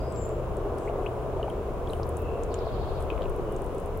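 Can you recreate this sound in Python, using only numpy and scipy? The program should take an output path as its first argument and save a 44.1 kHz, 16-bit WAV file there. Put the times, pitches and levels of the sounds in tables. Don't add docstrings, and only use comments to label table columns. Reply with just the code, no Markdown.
import sys
import numpy as np
from scipy import signal
from scipy.fft import rfft, irfft, next_fast_len
from scipy.io import wavfile
from scipy.ndimage import map_coordinates

SR = 44100
rng = np.random.default_rng(int(sys.argv[2]) if len(sys.argv) > 2 else 0)


def store_pcm(level_fs):
    pcm = np.round(np.clip(level_fs, -1, 1) * 32767).astype(np.int16)
    wavfile.write(sys.argv[1], SR, np.atleast_2d(pcm).T)


N = 176400
TOP_HZ = 15900

# t/s, level/dB
CHORUS_SWELL = [(0, -34.5), (.45, -34), (.75, -32.5), (1.4, -33.5), (1.65, -34.5), (1.85, -34), (2.08, -33),
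                (2.25, -34), (2.55, -33.5), (2.85, -33), (3.2, -33), (3.55, -34), (4, -35.5)]
# f/Hz, level/dB
CROAK_EQ = [(130, -7.5), (220, -17.5), (308, -11.5), (367, -4), (432, -0.5), (514, -5), (647, -5),
            (864, -13.5), (1020, -10.5), (1270, -16.5), (1780, -29), (2020, -46), (2200, -39), (2860, -68),
            (4840, -120)]
def chorus(count=72, call_s=.55, pulses_per_s=27, throat_hz=496.6):
    pulses = np.zeros((2, N))
    for k, (when, pace, size, pitch) in enumerate(rng.standard_normal((count, 4))):
        start = (k + when / 2) / count * (N / SR + call_s) - call_s
        rate = pulses_per_s * np.exp(.12 * pace)
        throat = ring(throat_hz * np.exp(.25 * pitch), attack=.0011, t60=.015)
        for j, (late, strength) in enumerate(rng.standard_normal((32, 2))):
            age = (j + .0602 * late) / rate
            if 0 < age < call_s:
                swell = np.sin(np.pi * age / call_s) ** .5
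                add(pulses[k % 2], start + age, throat * swell * amp(size + .5 * strength))
    purr = amp(-4.5) * spread(pulses, CROAK_EQ)
    wash = amp(-1.5) * spread(rng.standard_normal((2, N)), CROAK_EQ)
    level_db, = curves(CHORUS_SWELL)
    return amp(level_db) * (purr + wash)


# t/s, level/dB, f/Hz
FROG_KNOCKS = [(.324, -25, 356), (.398, -25, 594), (.651, -23.5, 425), (.728, -24, 435), (.805, -26, 430),
               (.897, -23, 650), (.957, -20.5, 513), (.988, -22, 560), (1.03, -27, 550), (1.067, -25, 390),
               (1.184, -26, 560), (1.227, -26, 400), (1.262, -21.5, 626), (1.335, -20, 397),
               (1.369, -20.5, 520), (1.397, -21, 654), (1.443, -20.5, 603), (1.481, -23.5, 804),
               (1.905, -23, 417), (1.934, -23.5, 432), (1.998, -21.5, 490), (2.058, -26, 480),
               (2.381, -24.5, 474), (2.506, -23.5, 410), (2.633, -20.5, 420), (2.669, -22, 626),
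               (2.92, -24.5, 423), (3.121, -20.5, 405), (3.151, -26, 520), (3.21, -20.5, 570),
               (3.263, -23.5, 525), (3.395, -22, 460), (3.629, -25, 367), (3.727, -24.5, 387),
               (3.77, -23.5, 370)]
def near_frogs():
    out = np.zeros(N)
    for s, db, hz in FROG_KNOCKS:
        lower = ring(hz, attack=.0011, t60=.016)
        upper = amp(-9) * ring(1.6 * hz, attack=.0011, t60=.012)
        add(out, s, amp(db) * (lower + upper))
    body_eq = [(150, -18), (330, 0), (950, 0), (1900, -18)]
    return placed(equalised(out, body_eq), pan_db=1.6)


def bubble(hz, rise, life):
    progress = np.minimum(np.arange(SR // 20) / SR / life, 1)
    shape = progress ** .22 * (1 - progress) ** 2.06
    pitch = hz * (1 + rise * progress + .03 * wobble(700)[:len(shape)])
    roughness = amp(2.5 * wobble(700)[:len(shape)])
    chirp = shape / shape.max() * roughness * tone(pitch)
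    return chirp + amp(-8.5) * snap(1.19 * hz)


def droplet(hz, spray_db=-15, spray_t60=.029):
    click = snap(hz)
    n = len(click)
    tail = rng.standard_normal((2, n)) * amp(spray_db - 60 * np.arange(n) / SR / spray_t60)
    spray = signal.fftconvolve(tail, click[None] / np.linalg.norm(click), axes=1)[:, :n]
    return click + spray


# t/s, level/dB, starting f/Hz, rise/share of f, pan left/dB, life/s
RISING_BUBBLES = [(0.875, -41.5, 2037, 0.66, 2, .028), (1.0622, -33.5, 2410, 0.46, 6, 0.013),
                  (1.429, -38, 2900, .066, 4, 0.0089), (1.478, -47, 2340, .05, 2, 0.013),
                  (1.5, -48, 2900, .25, 2, .009), (1.873, -43.5, 3380, .03, 3, 0.0077),
                  (1.899, -43.5, 3980, .03, 1, .005), (1.934, -36.5, 2970, .03, 9, 0.0043),
                  (2.542, -40.5, 2830, .11, 7, 0.0031), (2.589, -46, 4970, .12, 1, 0.0066),
                  (3.1024, -35, 2480, 0.14, 13, 0.0075), (3.112, -42, 2550, .15, 9, .006),
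                  (3.127, -45, 2420, .05, 2, .007), (3.256, -41.5, 2660, .08, 7, 0.0043)]
# t/s, level/dB, f/Hz, pan left/dB
DROPLET_TICKS = [(0.123, -39.5, 8100, 5), (0.161, -43, 4940, 4), (.261, -43, 11000, 3),
                 (.291, -39.5, 8150, 3.5), (.569, -39, 8400, 3.5), (.784, -39.5, 10100, 0),
                 (.786, -44, 5000, -1), (1.499, -42, 10500, 6), (1.8925, -43, 9650, 3),
                 (1.907, -40, 9200, 3.5), (1.933, -38.5, 9840, 3), (2.032, -34.5, 4800, 2.5),
                 (2.069, -41, 12300, 2.5), (2.0916, -35, 10100, 9), (2.170, -33.5, 9040, 10),
                 (2.193, -45, 15000, 3.5), (2.220, -36.5, 13100, 4.5), (2.435, -33, 7440, 3),
                 (2.542, -28, 7450, 3), (3.006, -42, 8990, 9), (3.025, -38.5, 9100, 5),
                 (3.1783, -37.5, 2500, 1), (3.21, -47, 3100, 2), (3.2203, -35, 3200, 2.5),
                 (3.2303, -40.5, 3500, 5), (3.24, -41, 3000, 4), (3.2972, -38, 10200, 6),
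                 (3.363, -42, 10200, 6), (3.523, -39, 9600, 4), (3.564, -37.5, 7600, 2),
                 (3.62, -38, 9800, 4), (3.6436, -41, 10200, 3.5), (3.663, -39.5, 9200, 2),
                 (3.748, -41, 9250, 4), (3.783, -39, 8300, 3.5), (3.8, -40, 9700, 3.5),
                 (3.86, -40, 9700, 6), (3.974, -35.5, 12600, 8)]
def water():
    out = np.zeros((2, N))
    for s, db, hz, rise, pan_db, life in RISING_BUBBLES:
        add(out, s, placed(amp(db - 1.5) * bubble(hz, rise, life), pan_db))
    out += amp(-11) * echo(out, t60=.05)
    for s, db, hz, pan_db in DROPLET_TICKS:
        add(out, s, placed(amp(db) * droplet(hz), pan_db))
    return out + amp(-11) * echo(out, t60=.13)


# t/s, length/s, level/dB, centre f/Hz
WATER_STIRS = [(.78, 0.12, -66, 7850), (0.981, .3, -73, 9500), (1.885, 0.14, -65, 9840),
               (2.167, .06, -66, 14000), (2.995, 0.053, -66, 10300), (3.079, 0.18, -64, 2660),
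               (3.545, 0.4, -75, 10060)]
def stirs(count=900, detune=.135, crackles_per_s=72):
    out = np.zeros((2, N))
    for s, length, db, hz in WATER_STIRS:
        fizz = np.zeros((2, N))
        onsets = s + length * rng.beta(1.3, 1.7, count)
        scatter = rng.standard_normal((count, 2))
        sides = rng.integers(2, size=count)
        for onset, (pitch, size), side in zip(onsets, scatter, sides):
            bubble_hz = min(hz * np.exp(detune * pitch), TOP_HZ)
            add(fizz[side], onset, amp(2 * size) * ring(bubble_hz, attack=.00032, t60=.015))
        out += amp(db) * unit(fizz) * np.sqrt(length * SR / N)
        crackles = rng.standard_normal((count, 3))[:int(length * crackles_per_s)]
        for k, (late, pitch, size) in enumerate(crackles):
            crackle = amp(db + 14 + 2 * size) * snap(hz * np.exp(detune * pitch))
            add(out, s + (k + .18 * late) / crackles_per_s, crackle)
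    return placed(out, pan_db=3)


# t/s, f/Hz, level/dB
WHISTLE_GLIDE = [(.07, 7940, -89), (.11, 7900, -70), (.14, 7600, -67), (.18, 7355, -55), (.235, 7300, -54),
                 (.27, 7130, -67), (.29, 7160, -88)]
def near_bird():
    hz, db = curves(WHISTLE_GLIDE)
    whistle = np.sqrt(2) * amp(db + 1.1 * wobble(90)) * tone(hz + 22 * wobble(150))
    return placed(whistle, pan_db=15.5) + echo(whistle, t60=.53)


# t/s, length/s, f/Hz, level/dB
FAR_CALLS = [(-.02, 0.054, 4880, -56), (0.047, 0.055, 4900, -61.5), (2.12, 0.33, 2646, -58.5),
             (3.428, 0.1, 2934, -59)]
def far_birds():
    notes, t = np.zeros(N), np.arange(N) / SR
    for s, length, hz, db in FAR_CALLS:
        swell = np.sin(np.pi * np.clip((t - s) / length, 0, 1))
        notes += amp(db) * np.sqrt(2) * swell * tone(hz + 85 * wobble(220))
    return .55 * notes + 1.05 * echo(notes, t60=.6)


def trill(count=7, start_s=2.497, period_s=.073, note_s=.06, high_hz=4905, low_hz=2610):
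    out = np.zeros(N)
    progress = np.minimum(np.arange(SR // 10) / SR / note_s, 1)
    for k in range(count):
        rasp_hz = 440 * wobble(1797)[:len(progress)]
        sweep = tone(high_hz + (low_hz - high_hz) * progress + rasp_hz)
        note = np.sqrt(8 * progress * (1 - progress)) * sweep
        arch_db = -1.5 * (2 * k / (count - 1) - 1) ** 2
        add(out, start_s + k * period_s, amp(-54 + arch_db) * note)
    return placed(echo(out, t60=.38), pan_db=-.5)


# f/Hz, starting level/dB, fade/(dB/s)
HUM_TONES = [(122.3, -42.5, 2), (79.05, -45, -0.5)]
def machine_hum():
    hum, t = np.zeros(N), np.arange(N) / SR
    for hz, db, fade in HUM_TONES:
        gain = np.sqrt(2) * amp(db - fade * t + 2.9 * wobble(3.45))
        hum += gain * np.sin(2 * np.pi * hz * t + 1.78 * wobble(7))
    return placed(hum, pan_db=2.5)


# t/s, level/dB
BREEZE_SWELL = [(0, -74), (1.2, -51), (2.4, -46.5), (3.1, -30.5), (4, -38)]
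def breeze():
    buffet_eq = [(10, -24), (25, -5.5), (65, -10.5), (130, -29.5), (500, -69)]
    buffet = unit(equalised(rng.standard_normal(N), buffet_eq))
    level_db, = curves(BREEZE_SWELL)
    return np.array([amp(level_db + .5 * wobble(17)) * buffet, np.zeros(N)])


# f/Hz, level/dB
RUMBLE_EQ = [(11, -43), (18, -6), (32, 6.5), (67, -0.5), (129, -11.5), (150, -8), (216, -10.5),
             (300, -12.5), (390, -6), (660, -120)]
HISS_EQ = [(1060, -66), (1800, -3.5), (1940, 0.5), (2780, 0), (4430, -12.5), (5810, -13), (7230, -12),
           (8360, -16.5), (10000, -11.5), (11400, -21), (13200, -13.5), (15100, -19), (15800, -11)]
def background():
    rumble = amp(-36 + wobble(8)) * spread(rng.standard_normal((2, N)), RUMBLE_EQ)
    hiss = amp(-56.5) * spread(rng.standard_normal((2, N)), HISS_EQ)
    return rumble + hiss


# f/Hz, left-right correlation
STEREO_LIKENESS = [(25, .55), (70, .86), (140, .96), (400, .96), (1000, .75), (2000, .2), (5000, .03),
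                   (14000, .03)]
# f/Hz, pan left/dB
STEREO_LEAN = [(25, 1.2), (120, 1), (400, .8), (650, 2.3), (1000, 0), (2600, 1.5), (5000, .5), (10000, 2.5)]
def spread(pair, eq):
    def mid_side_gains(hz):
        width = np.arccos(np.clip(along(STEREO_LIKENESS, hz), -1, 1)) / 2
        return amp(along(eq, hz)) * [np.cos(width), np.sin(width)]
    mid, side = filtered(pair, mid_side_gains)
    stereo = np.array([mid + side, mid - side])
    return unit(filtered(stereo, lambda hz: amp(along(STEREO_LEAN, hz) * [[.5], [-.5]])))


def echo(x, t60):
    t = np.arange(SR) / SR
    tail = rng.standard_normal((2, SR)) * amp(-60 * t / t60)
    return signal.fftconvolve(np.atleast_2d(x), tail / np.linalg.norm(tail[0]), axes=1)[:, :N]


def ring(hz, attack, t60):
    t = np.arange(SR // 20) / SR
    shape = (1 - np.exp(-t / attack)) * amp(-60 * t / t60)
    return shape / shape.max() * np.sin(2 * np.pi * hz * t)


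def snap(hz, peak_cycles=1.14):
    t = np.arange(SR // 20) / SR
    age = t * hz / peak_cycles
    return (age * np.exp(1 - age)) ** 2 * np.sin(2 * np.pi * hz * t)


def tone(hz):
    return np.sin(2 * np.pi * np.cumsum(hz) / SR)


def amp(db):
    return 10 ** (np.asarray(db) / 20)


def unit(x):
    return x / np.sqrt(np.mean(x ** 2) + 1e-20)


def along(points, hz):
    f, values = np.transpose(points)
    return np.interp(np.log(hz + 1), np.log(f + 1), values)


def curves(rows):
    s, *cols = np.transpose(rows)
    return [np.interp(np.arange(N) / SR, s, c) for c in cols]


def wobble(rate):
    return map_coordinates(rng.standard_normal(2048), [np.arange(N) * rate / SR], mode="wrap")


def filtered(x, response):
    size = next_fast_len(N + SR // 2)
    return irfft(rfft(x, size) * response(np.fft.rfftfreq(size, 1 / SR)), size)[..., :N]


def equalised(x, eq):
    return filtered(x, lambda hz: amp(along(eq, hz)))


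def placed(x, pan_db):
    return x * amp([[pan_db / 2], [-pan_db / 2]])


def add(out, s, x):
    i = int(round(s * SR))
    a, b = max(i, 0), min(i + x.shape[-1], N)
    if b > a:
        out[..., a:b] += x[..., a - i:b - i]


def scene():
    pond = chorus() + near_frogs() + water() + stirs()
    birds = near_bird() + far_birds() + trill()
    return pond + birds + machine_hum() + breeze() + background()


def record(dry):
    return filtered(dry, lambda hz: hz < TOP_HZ)


dry = scene()
out = record(dry)
store_pcm(out)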